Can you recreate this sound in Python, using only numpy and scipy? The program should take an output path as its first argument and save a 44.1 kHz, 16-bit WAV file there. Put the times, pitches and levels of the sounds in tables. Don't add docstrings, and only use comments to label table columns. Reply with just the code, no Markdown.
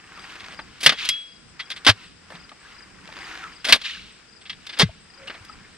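import sys
import numpy as np
from scipy import signal
from scipy.fft import rfft, irfft, next_fast_len
from scipy.io import wavfile
from scipy.ndimage import uniform_filter1d, map_coordinates

SR = 44100
rng = np.random.default_rng(int(sys.argv[2]) if len(sys.argv) > 2 else 0)


def wrap_up_sound(samples):
    columns = np.atleast_2d(samples).T
    tamed = np.clip(columns, -1, 1)
    steps = np.round(tamed * 32767).astype(np.int16)
    wavfile.write(sys.argv[1], SR, steps)


N = 254456

# (time [s], level [dB], bass [rel dB], treble [rel dB], crush [ms])
CONTACTS = [(.397, -45, -22, -25, 11), (0.442, -43, -17, -27, 2.2), (.490, -56.5, -1, -31, 2.7),
            (.510, -49.5, -4.5, -38, 12), (.590, -41.5, 3, -37, 4.8), (0.804, -40.5, -13, -3.5, 18),
            (.862, -2.5, -21, -22, 2.2), (0.892, -13.5, -16, -23, 4.6), (0.92, -31, -4.5, -17, 9.1),
            (0.984, -34.5, -37, -30, 12), (1.05, -29.5, -19.5, -10, 5.7), (1.089, -18.5, -31, -4, 2),
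            (1.593, -33, -24, -29, 14.4), (1.702, -32.5, -17, -9, 2), (1.714, -34.5, -25, -13, 5.6),
            (1.761, -39.5, -17.5, -17, 12.4), (1.848, -27.5, -19, -14, 5.5), (2.302, -51.5, 7.5, -9, 3.7),
            (2.319, -57, 13.5, -6, 4.2), (2.349, -45, -8, -23, 6.9), (2.491, -49.5, -13, -15, 4.3),
            (2.517, -56, 4, -40, 5.5), (3.122, -51, 2.5, -19, 3.3), (3.165, -45, 0, -17, 3.6),
            (3.644, -31.5, -9, -11, 4.4), (3.651, -25, -27, -12, 2.44), (3.684, -27, -7.5, -12, 21),
            (3.724, -2, -33, -19, 2.05), (3.814, -35, -22, -19, 5.5), (3.844, -33.5, -32, -37, 21.5),
            (4.411, -50, -15, -34, 10), (4.453, -46, -19, -35, 18), (4.495, -32.5, -28, -27, 10),
            (4.527, -42, -22, -41, 4.7), (4.665, -39.5, -23, -13, 7.2), (4.692, -36.5, -19.5, -26, 9.3),
            (4.726, -40, -19, -30, 16), (4.771, -39.5, -8, -33, 12), (4.787, -32, -12, 0.5, 6.1),
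            (4.796, -41, -35, 4, 7.7), (5.272, -40.5, -10.5, -23, 8.7), (5.298, -38.5, -4, -45, 6.4),
            (5.34, -49.5, -1.5, -32, 15), (5.448, -53.5, -26, 2.5, 2.4), (5.493, -62, 4, -26, 6)]
# (time [s], length [s], level [dB], bass [rel dB], 1-2 kHz [rel dB],
# 4-6 kHz [rel dB], treble [rel dB], clang [rel dB])
BLADE_PLUNGES = [(0.83, 0.047, -29.5, -11.5, -9.5, -3.5, -3.5, -11),
                 (1.864, 0.036, -12.5, -8, -4.5, -6, -19, -12), (3.664, 0.1, -37.5, -3, 0.5, -3, -7, 4),
                 (3.73, 0.027, -38, 0.5, -13, -25, -6, -18), (4.795, 0.028, -22, -1, -2, 1.5, -17, 4)]
# (frequency [Hz], density [rel dB])
CLAY_SPECTRUM = [(150, -29.5), (250, -13), (388, -18.5), (670, -11.5), (936, -11.5), (1200, -5.5),
                 (1380, -9.5), (1590, -4), (3100, -2), (4650, -4.5), (7220, -16), (9240, -12), (16800, -39)]
# (frequency [Hz], width [Hz], level [rel dB])
DAMPED_MODES = [(1633, 78, -6.5), (2092, 48, -0.5), (2620, 120, -7), (2820, 73, -5), (3293, 150, -0.5),
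                (3620, 77, -1), (3800, 33, -6.5), (4450, 210, -7), (4630, 40, -17)]
CONTACT_TAIL_MS, CLANG_DB = 53.6, -7


def digger():
    band_envs, push, t = np.zeros((5, N)), np.zeros(N), np.arange(SR // 4) / SR
    contacts = [(*row, CONTACT_TAIL_MS) for row in CONTACTS] + wall_slips()
    for s, db, bass_db, treble_db, crush_ms, tail_ms in contacts:
        t60_ms = tail_ms + 1.8 * crush_ms
        decay_db = 60 * np.maximum(t * 1000 - crush_ms, 0) / t60_ms
        attack = 1 - np.exp(-t * 1000 / (0.14 * crush_ms))
        colour_db = np.array([[bass_db], [2 + 0.59 * bass_db], [0], [.43 * treble_db], [treble_db]])
        add(band_envs, s, amp(db + colour_db - decay_db * [[.8], [.9], [1], [1.2], [1.5]]) * attack)
        clang_db = CLANG_DB - 0.18 * bass_db
        add(push, s, amp(db + clang_db - 2.2 * decay_db) * attack)
    for s, length_s, db, bass_db, body_db, edge_db, treble_db, clang_db in BLADE_PLUNGES:
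        gate = np.clip(t / 0.0027, 0, 1) * amp(-np.maximum(t - length_s, 0) * 1180)
        colour_db = np.array([[bass_db], [body_db], [0], [edge_db], [treble_db]])
        add(band_envs, s, amp(db + colour_db) * gate)
        add(push, s, amp(db + clang_db) * gate)
    clay = five_bands(grains(CLAY_SPECTRUM, per_s=3000, spread_db=2.5, bed=0.74))
    crunch = sum(env * band for env, band in zip(band_envs, clay))

    def blades(hz):
        return sum((-1) ** k * amp(db) * 1j * hz * width / (mode ** 2 - hz ** 2 + 1j * hz * width)
                   for k, (mode, width, db) in enumerate(DAMPED_MODES))

    shake = rng.standard_normal((2, N)) * [[1], [.4]]
    clang = filtered(push * shake, blades) / np.std(filtered(shake, blades))
    return crunch * [[1], [.6]] + clang


# (start [s], end [s], slip level [dB])
BLADE_LIFTS = [(.13, .56, -46.5), (3.05, 3.44, -43.5)]
SLIP_GAP_S, SLIP_SCATTER_DB = 1 / 60, 5.5
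SLIP_SHAPE = (-7.5, -14.5, 0.6, 11)  # (bass [rel dB], treble [rel dB], crush [ms], tail [ms])


def wall_slips():
    rows, draw = [], rng.random((40, 2, 2))
    for k, (start_s, end_s, db) in enumerate(BLADE_LIFTS):
        times_s = start_s + np.cumsum(.3 + 1.5 * draw[:, k, 0]) * SLIP_GAP_S
        levels_db = db + SLIP_SCATTER_DB * (2 * draw[:, k, 1] - 1)
        rows += [(s, slip_db, *SLIP_SHAPE) for s, slip_db in zip(times_s, levels_db) if s < end_s]
    return rows


# (time [s], frequency [Hz], level [dB], t60 [s], rise [ms])
HOLE_THUDS = [(0.865, 149, -22.5, 0.13, 3.6), (1.889, 102.4, -2, 0.078, 7.7),
              (2.337, 169, -29.5, 0.073, 7.2), (3.73, 74.3, -32.5, .1, 1.8), (4.813, 437, -5, 0.053, 6.5),
              (4.829, 162.5, 10.5, 0.038, 7.3), (4.848, 106, -14.5, 0.086, 2.4),
              (4.891, 79.4, -23.5, 0.046, 2.5), (5.405, 96, -33, 0.1, 5.9)]


def hole_thuds():
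    out, t = np.zeros(N), np.arange(SR // 4) / SR
    for s, hz, db, t60_s, rise_ms in HOLE_THUDS:
        attack = (1 - np.exp(-t * 1000 / rise_ms)) ** 2
        add(out, s, amp(db - 60 * t / t60_s) * attack * np.sin(2 * np.pi * hz * t))
    return out * amp([[1.2], [-1.2]])


# (frequency [Hz], level [rel dB], t60 [s])
STEEL_MODES = [(3310, -2.5, 0.46), (4020, -23, .3), (4950, -7, 0.11), (5600, -23, 0.16),
               (6500, -23.5, 0.099), (7343, -23.5, .06), (8312, -20.5, .06), (8600, -17, .06),
               (9100, -26, .07), (10510, -35, .1), (11800, -30, .09), (13050, -28.5, .09)]
# (time [s], level [dB], share of t60 [ratio])
RINGING_BLOWS = [(0.896, -27.5, 0.86), (1.053, -31, 0.73), (1.090, -15, 0.99), (1.597, -29, 0.37),
                 (1.703, -40, 0.094), (4.497, -16, 0.12), (5.3, -45, .12)]


def blade_ring():
    out, t = np.zeros(N), np.arange(SR // 2) / SR
    for s, db, share in RINGING_BLOWS:
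        steel = sum(amp(mode_db - 60 * t / (t60_s * share)) * np.sin(2 * np.pi * hz * t)
                    for hz, mode_db, t60_s in STEEL_MODES)
        add(out, s, amp(db) * steel * (1 - np.exp(-t / 0.0056)))
    return out * [[1], [.3]]


# (frequency [Hz], level [rel dB], t60 [s])
WOOD_MODES = [(633, -9, 0.032), (899, -9, 0.085), (1200, 3, 0.033), (2007, -17, 0.046)]
# (time [s], level [dB], tilt [dB/octave])
HANDLE_KNOCKS = [(0.590, -25, -10), (1.596, -34, 25), (2.321, -43, 5.5), (2.515, -36.5, 1),
                 (3.087, -33, -4), (4.497, -37.5, 27), (4.891, -43.5, -30), (5.277, -33, -10),
                 (5.304, -39, -10), (5.495, -35.5, 1)]


def handle_knocks():
    out, t = np.zeros(N), np.arange(SR // 2) / SR
    attack = 1 - np.exp(-t / 0.0034)
    for s, db, tilt_db in HANDLE_KNOCKS:
        for hz, mode_db, t60_s in WOOD_MODES:
            start_db = db + mode_db + tilt_db * np.log2(hz / 1000) + rng.normal(0, 4.4)
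            tone = np.sin(2 * np.pi * hz * rng.normal(1, 0.033) * t)
            add(out, s, amp(start_db - 60 * t / t60_s) * attack * tone)
    return out * [[1], [.3]]


# (middle [s], length [s], frequency [Hz], level [dB])
CREAKS_AND_CLACKS = [(0.184, 0.069, 1252, -41), (1.719, 0.057, 3540, -29), (2.661, 0.044, 1700, -43),
                     (2.69, 0.045, 3300, -58), (3.45, 0.11, 1300, -35), (3.392, 0.044, 1610, -50),
                     (5.24, 0.18, 541, -45.5), (5.284, 0.022, 2740, -28)]


def creaks_and_clacks():
    out = np.zeros(N)
    for s, length_s, hz, db in CREAKS_AND_CLACKS:
        waver = uniform_filter1d(rng.standard_normal(int(length_s * SR)), size=150)
        tone = stroke(lambda u: hz * (1 + 0.73 * waver), length_s)
        add(out, s - length_s / 2, amp(db) * np.hanning(len(waver)) * tone)
    return out * [[1], [.3]]


# (time [s], crumb level [dB], grit level [dB])
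SOIL_FLOW = [(0.0, -54.5, -70), (0.18, -46.5, -58), (0.32, -45.5, -45), (0.5, -46, -70), (0.68, -55, -56),
             (0.96, -56, -40.5), (1.04, -42.5, -32.5), (1.25, -72.5, -64.5), (1.7, -52, -70),
             (2.04, -53, -45.5), (2.14, -68.5, -57.5), (2.34, -48, -77.5), (2.54, -60, -64),
             (2.71, -50, -51), (2.95, -55, -87), (3.28, -40.5, -44.5), (3.47, -44.5, -54),
             (3.68, -63, -52.5), (3.9, -62.5, -35.5), (4.4, -64.5, -68), (4.82, -50, -43.5),
             (4.96, -66.5, -54.5), (5.3, -48, -70), (5.77, -58, -54.5)]
# (time [s], level [dB], rise [ms], t60 [s])
SOIL_FALLS = [(0.975, -27.5, 27, 0.5), (1.04, -37, 17, 0.64), (3.835, -27.5, 15, 0.35)]
# (frequency [Hz], density [rel dB])
CRUMB_SPECTRUM = [(120, -41.5), (200, -31), (309, 0.5), (647, -14), (775, -0.5), (849, -7.5), (998, -1.5),
                  (2850, 3), (8410, -20.5), (12300, -40), (15000, -66)]
# (frequency [Hz], density [rel dB])
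GRIT_SPECTRUM = [(600, -41), (1200, -13.5), (2000, -7.5), (3000, 0), (4000, -2), (5500, -14.5),
                 (9000, -29.5), (15000, -72)]


def loose_soil():
    crumb_db, grit_db = curves(SOIL_FLOW)
    bands = five_bands(grains(CRUMB_SPECTRUM, per_s=2500, spread_db=1.5, bed=1.15))
    rub = sum(amp(db) * band for db, band in zip((-11.5, -2, -18, -12.5, -19.5), bands))
    stones = pebbles(per_s=900, middle_hz=2100, spread=.4, decay_cycles=2.5)
    crumbs = amp(crumb_db + 0.63 * wobble(30)) * (rub + amp(-4.5) * stones)
    flow, t = amp(grit_db), np.arange(SR // 2) / SR
    for s, db, rise_ms, t60_s in SOIL_FALLS:
        add(flow, s, amp(db - 60 * t / t60_s) * (1 - np.exp(-t * 1000 / rise_ms)))
    grit = amp(-3) * grains(GRIT_SPECTRUM, per_s=4400, spread_db=0.5, bed=0.97)
    grit += amp(-10) * pebbles(per_s=1600, middle_hz=3032, spread=.5, decay_cycles=14)
    dust_spectrum = [(5000, -30), (8000, -2.5), (11000, -10), (14500, -11), (16000, -42)]
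    dust = grains(dust_spectrum, per_s=2500, spread_db=2.2, bed=.9)
    dust *= amp(-31) * flow + amp(crumb_db - 25)
    return crumbs + amp(0.33 * wobble(48)) * flow * grit + dust


def pebbles(per_s, middle_hz, spread, decay_cycles):
    draw, k = rng.random((int(per_s * N / SR), 5)), np.arange(400)
    hz = middle_hz * np.exp(spread * 3 * (draw[:, 1:3].mean(1, keepdims=True) - .5))
    size = amp(20 * draw[:, 3:4] ** 3)
    decay = np.exp(-k * hz / SR / decay_cycles) * signal.windows.tukey(400, .15)
    ticks = size * decay * np.sin(2 * np.pi * hz * k / SR)
    track, span = draw[:, 4:] < .5, N + 400
    index = (draw[:, :1] * N).astype(int) + k + span * track
    pair = np.bincount(index.ravel(), ticks.ravel(), 2 * span).reshape(2, -1)
    return unit_rms(pair[:, :N] * [[1], [.5]])


# (time of second stroke [s], level [dB])
FIELD_CHIRPS = [(.19, -45.5), (.571, -44), (.968, -44), (1.316, -47), (1.690, -45.5), (2.03, -56),
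                (2.396, -46.5), (2.780, -46), (3.202, -44.5), (3.557, -45.5), (3.927, -56), (4.320, -49),
                (4.728, -43), (5.134, -45.5), (5.482, -46.5)]


def field_cricket():
    out = np.zeros((2, N))
    for s, db in FIELD_CHIRPS:
        for offset_s, length_s, stroke_db in ((-.036, .019, -3), (0, .023, 0), (.039, .022, 0)):
            gain = amp(db + stroke_db + rng.normal(0, 1)) * amp([[3], [-10.5]])
            add(out, s + offset_s, gain * stroke(lambda u: 5080 - 480 * u ** 1.64, length_s))
    return out


# (time [s], strokes so far [count])
FALLING_STROKES = [(.060, 0), (1.455, 22), (2.916, 45), (4.306, 67), (5.758, 90)]
# (time [s], strokes so far [count])
ARCHING_STROKES = [(.027, 0), (1.297, 20), (1.424, 22), (2.39, 37), (3.0, 46), (3.52, 54), (5.371, 83),
                   (5.744, 89)]


def ground_crickets():
    out = np.zeros((2, N))
    for table, db, pitch_hz in ((FALLING_STROKES, -67, lambda u: 7400 - 300 * u * u),
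                                (ARCHING_STROKES, -70, lambda u: 8000 - 2400 * (u - .45) ** 2)):
        times_s, count = np.transpose(table)
        for s in np.interp(np.arange(count[-1]), count, times_s):
            gain = amp(db + rng.normal(0, 1.6)) * amp([[3.5], [-5.5]])
            add(out, s, gain * stroke(pitch_hz, 0.019))
    return out


# (middle [s], frequency [Hz])
BUSH_BUZZES = [(.224, 8150), (.511, 8150), (1.213, 8150), (1.504, 8150), (1.79, 8150), (2.065, 8150),
               (2.336, 8150), (2.625, 8150), (3.221, 8150), (3.553, 8150), (4.143, 8150), (4.429, 8150),
               (4.72, 8150), (5.024, 8150), (5.277, 8150), (5.523, 8150), (5.75, 8150), (.055, 8600),
               (.608, 8600), (1.41, 8600), (2.24, 8600), (2.903, 8600), (5.085, 8600), (5.42, 8600),
               (5.692, 8600)]
BUZZ_STROKES_PER_S = 122


def bush_crickets():
    out = np.zeros((2, N))
    for s, hz in BUSH_BUZZES:
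        db, pan_db = (-58, 3.3) if hz < 8400 else (-64.5, .1)
        for k in range(-3, 3):
            gain = amp(db + rng.normal(0, 1.9)) * amp([[pan_db], [-pan_db]])
            add(out, s + k / BUZZ_STROKES_PER_S, gain * stroke(lambda u: hz + 250 - 500 * u, 0.0059))
    return out


# (frequency [Hz], density [rel dB])
AIR_SPECTRUM = [(12, -17.5), (20, -10.5), (52, -1), (130, -4.5), (180, 0.5), (341, -12), (471, -13),
                (553, -19), (944, -20.5), (1450, -16.5), (4340, -23.5), (4960, -15.5), (6480, -30),
                (8250, -19), (12000, -62), (15600, -85.5), (22000, -120)]
# (frequency [Hz], left-right correlation [ratio])
AIR_CORRELATION = [(60, 0.96), (180, 0.46), (550, 0.089), (1650, 0.44), (4970, -0.16), (15000, -0.7)]
# (frequency [Hz], left minus right [dB])
AIR_BALANCE = [(60, 2.5), (150, 1.5), (380, -9), (950, -2), (2380, 5.5), (5980, 7), (15000, -8.5)]
# (time [s], level [dB])
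WIND_GUSTS = [(0.0, -56.5), (0.79, -55.5), (1.3, -58.5), (2.9, -59), (3.25, -51), (3.55, -57),
              (4.08, -59.5), (4.64, -58.5), (5.0, -55.5), (5.48, -57.5), (5.77, -55.5)]
AIR_DB, RUMBLE_HZ = -49.5, 350


def meadow_air():
    def mid_side(hz):
        angle = np.arccos(np.clip(log_interp(AIR_CORRELATION, hz), -1, 1)) / 2
        return amp(log_interp(AIR_SPECTRUM, hz)) * [np.cos(angle), np.sin(angle)]

    mid, side = filtered(rng.standard_normal((2, N)), mid_side)
    balance = lambda hz: amp(log_interp(AIR_BALANCE, hz) * [[.5], [-.5]])
    air = filtered(np.array([mid + side, mid - side]), balance)
    bass = filtered(air, lambda hz: 1 / (1 + (hz / RUMBLE_HZ) ** 4))
    hiss = (air - bass) / np.std(air) * amp(AIR_DB + 0.27 * wobble(2.2))
    rumble = unit_rms(bass) * amp(curves(WIND_GUSTS)[0] + 2.8 * wobble(9))
    return hiss + rumble


# (frequency [Hz], left phase lag [rad])
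LEFT_LAG = [(60, .1), (250, .5), (1000, 0.45), (2000, 0.58), (4000, 1.15), (8000, 1.27), (12000, 0.94)]


def place_near(pair):
    angle = lambda hz: np.arctan(log_interp([(200, 0.12), (2000, 0.37), (10000, 0.43)], hz))
    mid, side = filtered(pair, lambda hz: np.array([np.cos(angle(hz)), np.sin(angle(hz))]))
    lag = lambda hz: np.exp(np.array([[-.5j], [.5j]]) * log_interp(LEFT_LAG, hz))
    return filtered(np.array([mid + side, mid - side]), lag) * amp([[.45], [-.45]])


def grains(spectrum, per_s, spread_db, bed):
    hits = rng.random((2, N)) < per_s / SR
    snaps = hits * amp(spread_db * rng.exponential(size=(2, N))) * rng.standard_normal((2, N))
    burst = rng.standard_normal(96) * amp(-np.arange(96) * 0.45)
    rough = unit_rms(signal.lfilter(burst, 1, snaps)) + bed * rng.standard_normal((2, N))
    return unit_rms(filtered(rough, lambda hz: amp(log_interp(spectrum, hz))))


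def stroke(pitch_hz, length_s):
    u = np.arange(int(length_s * SR)) / (length_s * SR)
    phase = 2 * np.pi * np.cumsum(pitch_hz(u)) / SR + rng.uniform(0, 6)
    return np.sin(np.pi * u) ** .6 * np.sin(phase)


def five_bands(x):
    def bandpasses(hz):
        lowpasses = [1 / (1 + (hz / edge_hz) ** 6) for edge_hz in (870, 2080, 4310, 6200)]
        return np.diff(lowpasses, axis=0, prepend=0, append=1)[:, None]

    return [unit_rms(band) for band in filtered(x[None], bandpasses)]


def amp(db):
    return 10 ** (np.asarray(db) / 20)


def unit_rms(x):
    return x / np.sqrt(np.mean(x ** 2) + 1e-20)


def log_interp(points, hz):
    knots_hz, values = np.transpose(points)
    return np.interp(np.log(hz + 1), np.log(knots_hz + 1), values)


def curves(rows):
    times_s, *columns = np.transpose(rows)
    return [np.interp(np.arange(N) / SR, times_s, column) for column in columns]


def wobble(knots_per_s):
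    knots = rng.standard_normal(int(N * knots_per_s / SR) + 4)
    return map_coordinates(knots, [np.arange(N) * knots_per_s / SR])


def filtered(x, response):
    size = next_fast_len(N + 8192)
    return irfft(rfft(x, size) * response(np.fft.rfftfreq(size, 1 / SR)), size)[..., :N]


def add(track, start_s, sound):
    start = round(start_s * SR)
    part = track[..., start:start + sound.shape[-1]]
    part += sound[..., :part.shape[-1]]


def scene():
    near = place_near(digger() + blade_ring() + handle_knocks() + creaks_and_clacks() + loose_soil())
    return near + hole_thuds() + field_cricket() + ground_crickets() + bush_crickets() + meadow_air()


ROLLOFF_HZ, BAND_LIMIT_HZ = 15000, 16500


def record(dry):
    saturated = dry / (1 + np.abs(dry) ** 8) ** (1 / 8)
    lowpass = lambda hz: (hz < BAND_LIMIT_HZ) / (1 + (hz / ROLLOFF_HZ) ** 6)
    return np.clip(filtered(saturated, lowpass), -1, 1)


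dry = scene()
out = record(dry)
wrap_up_sound(out)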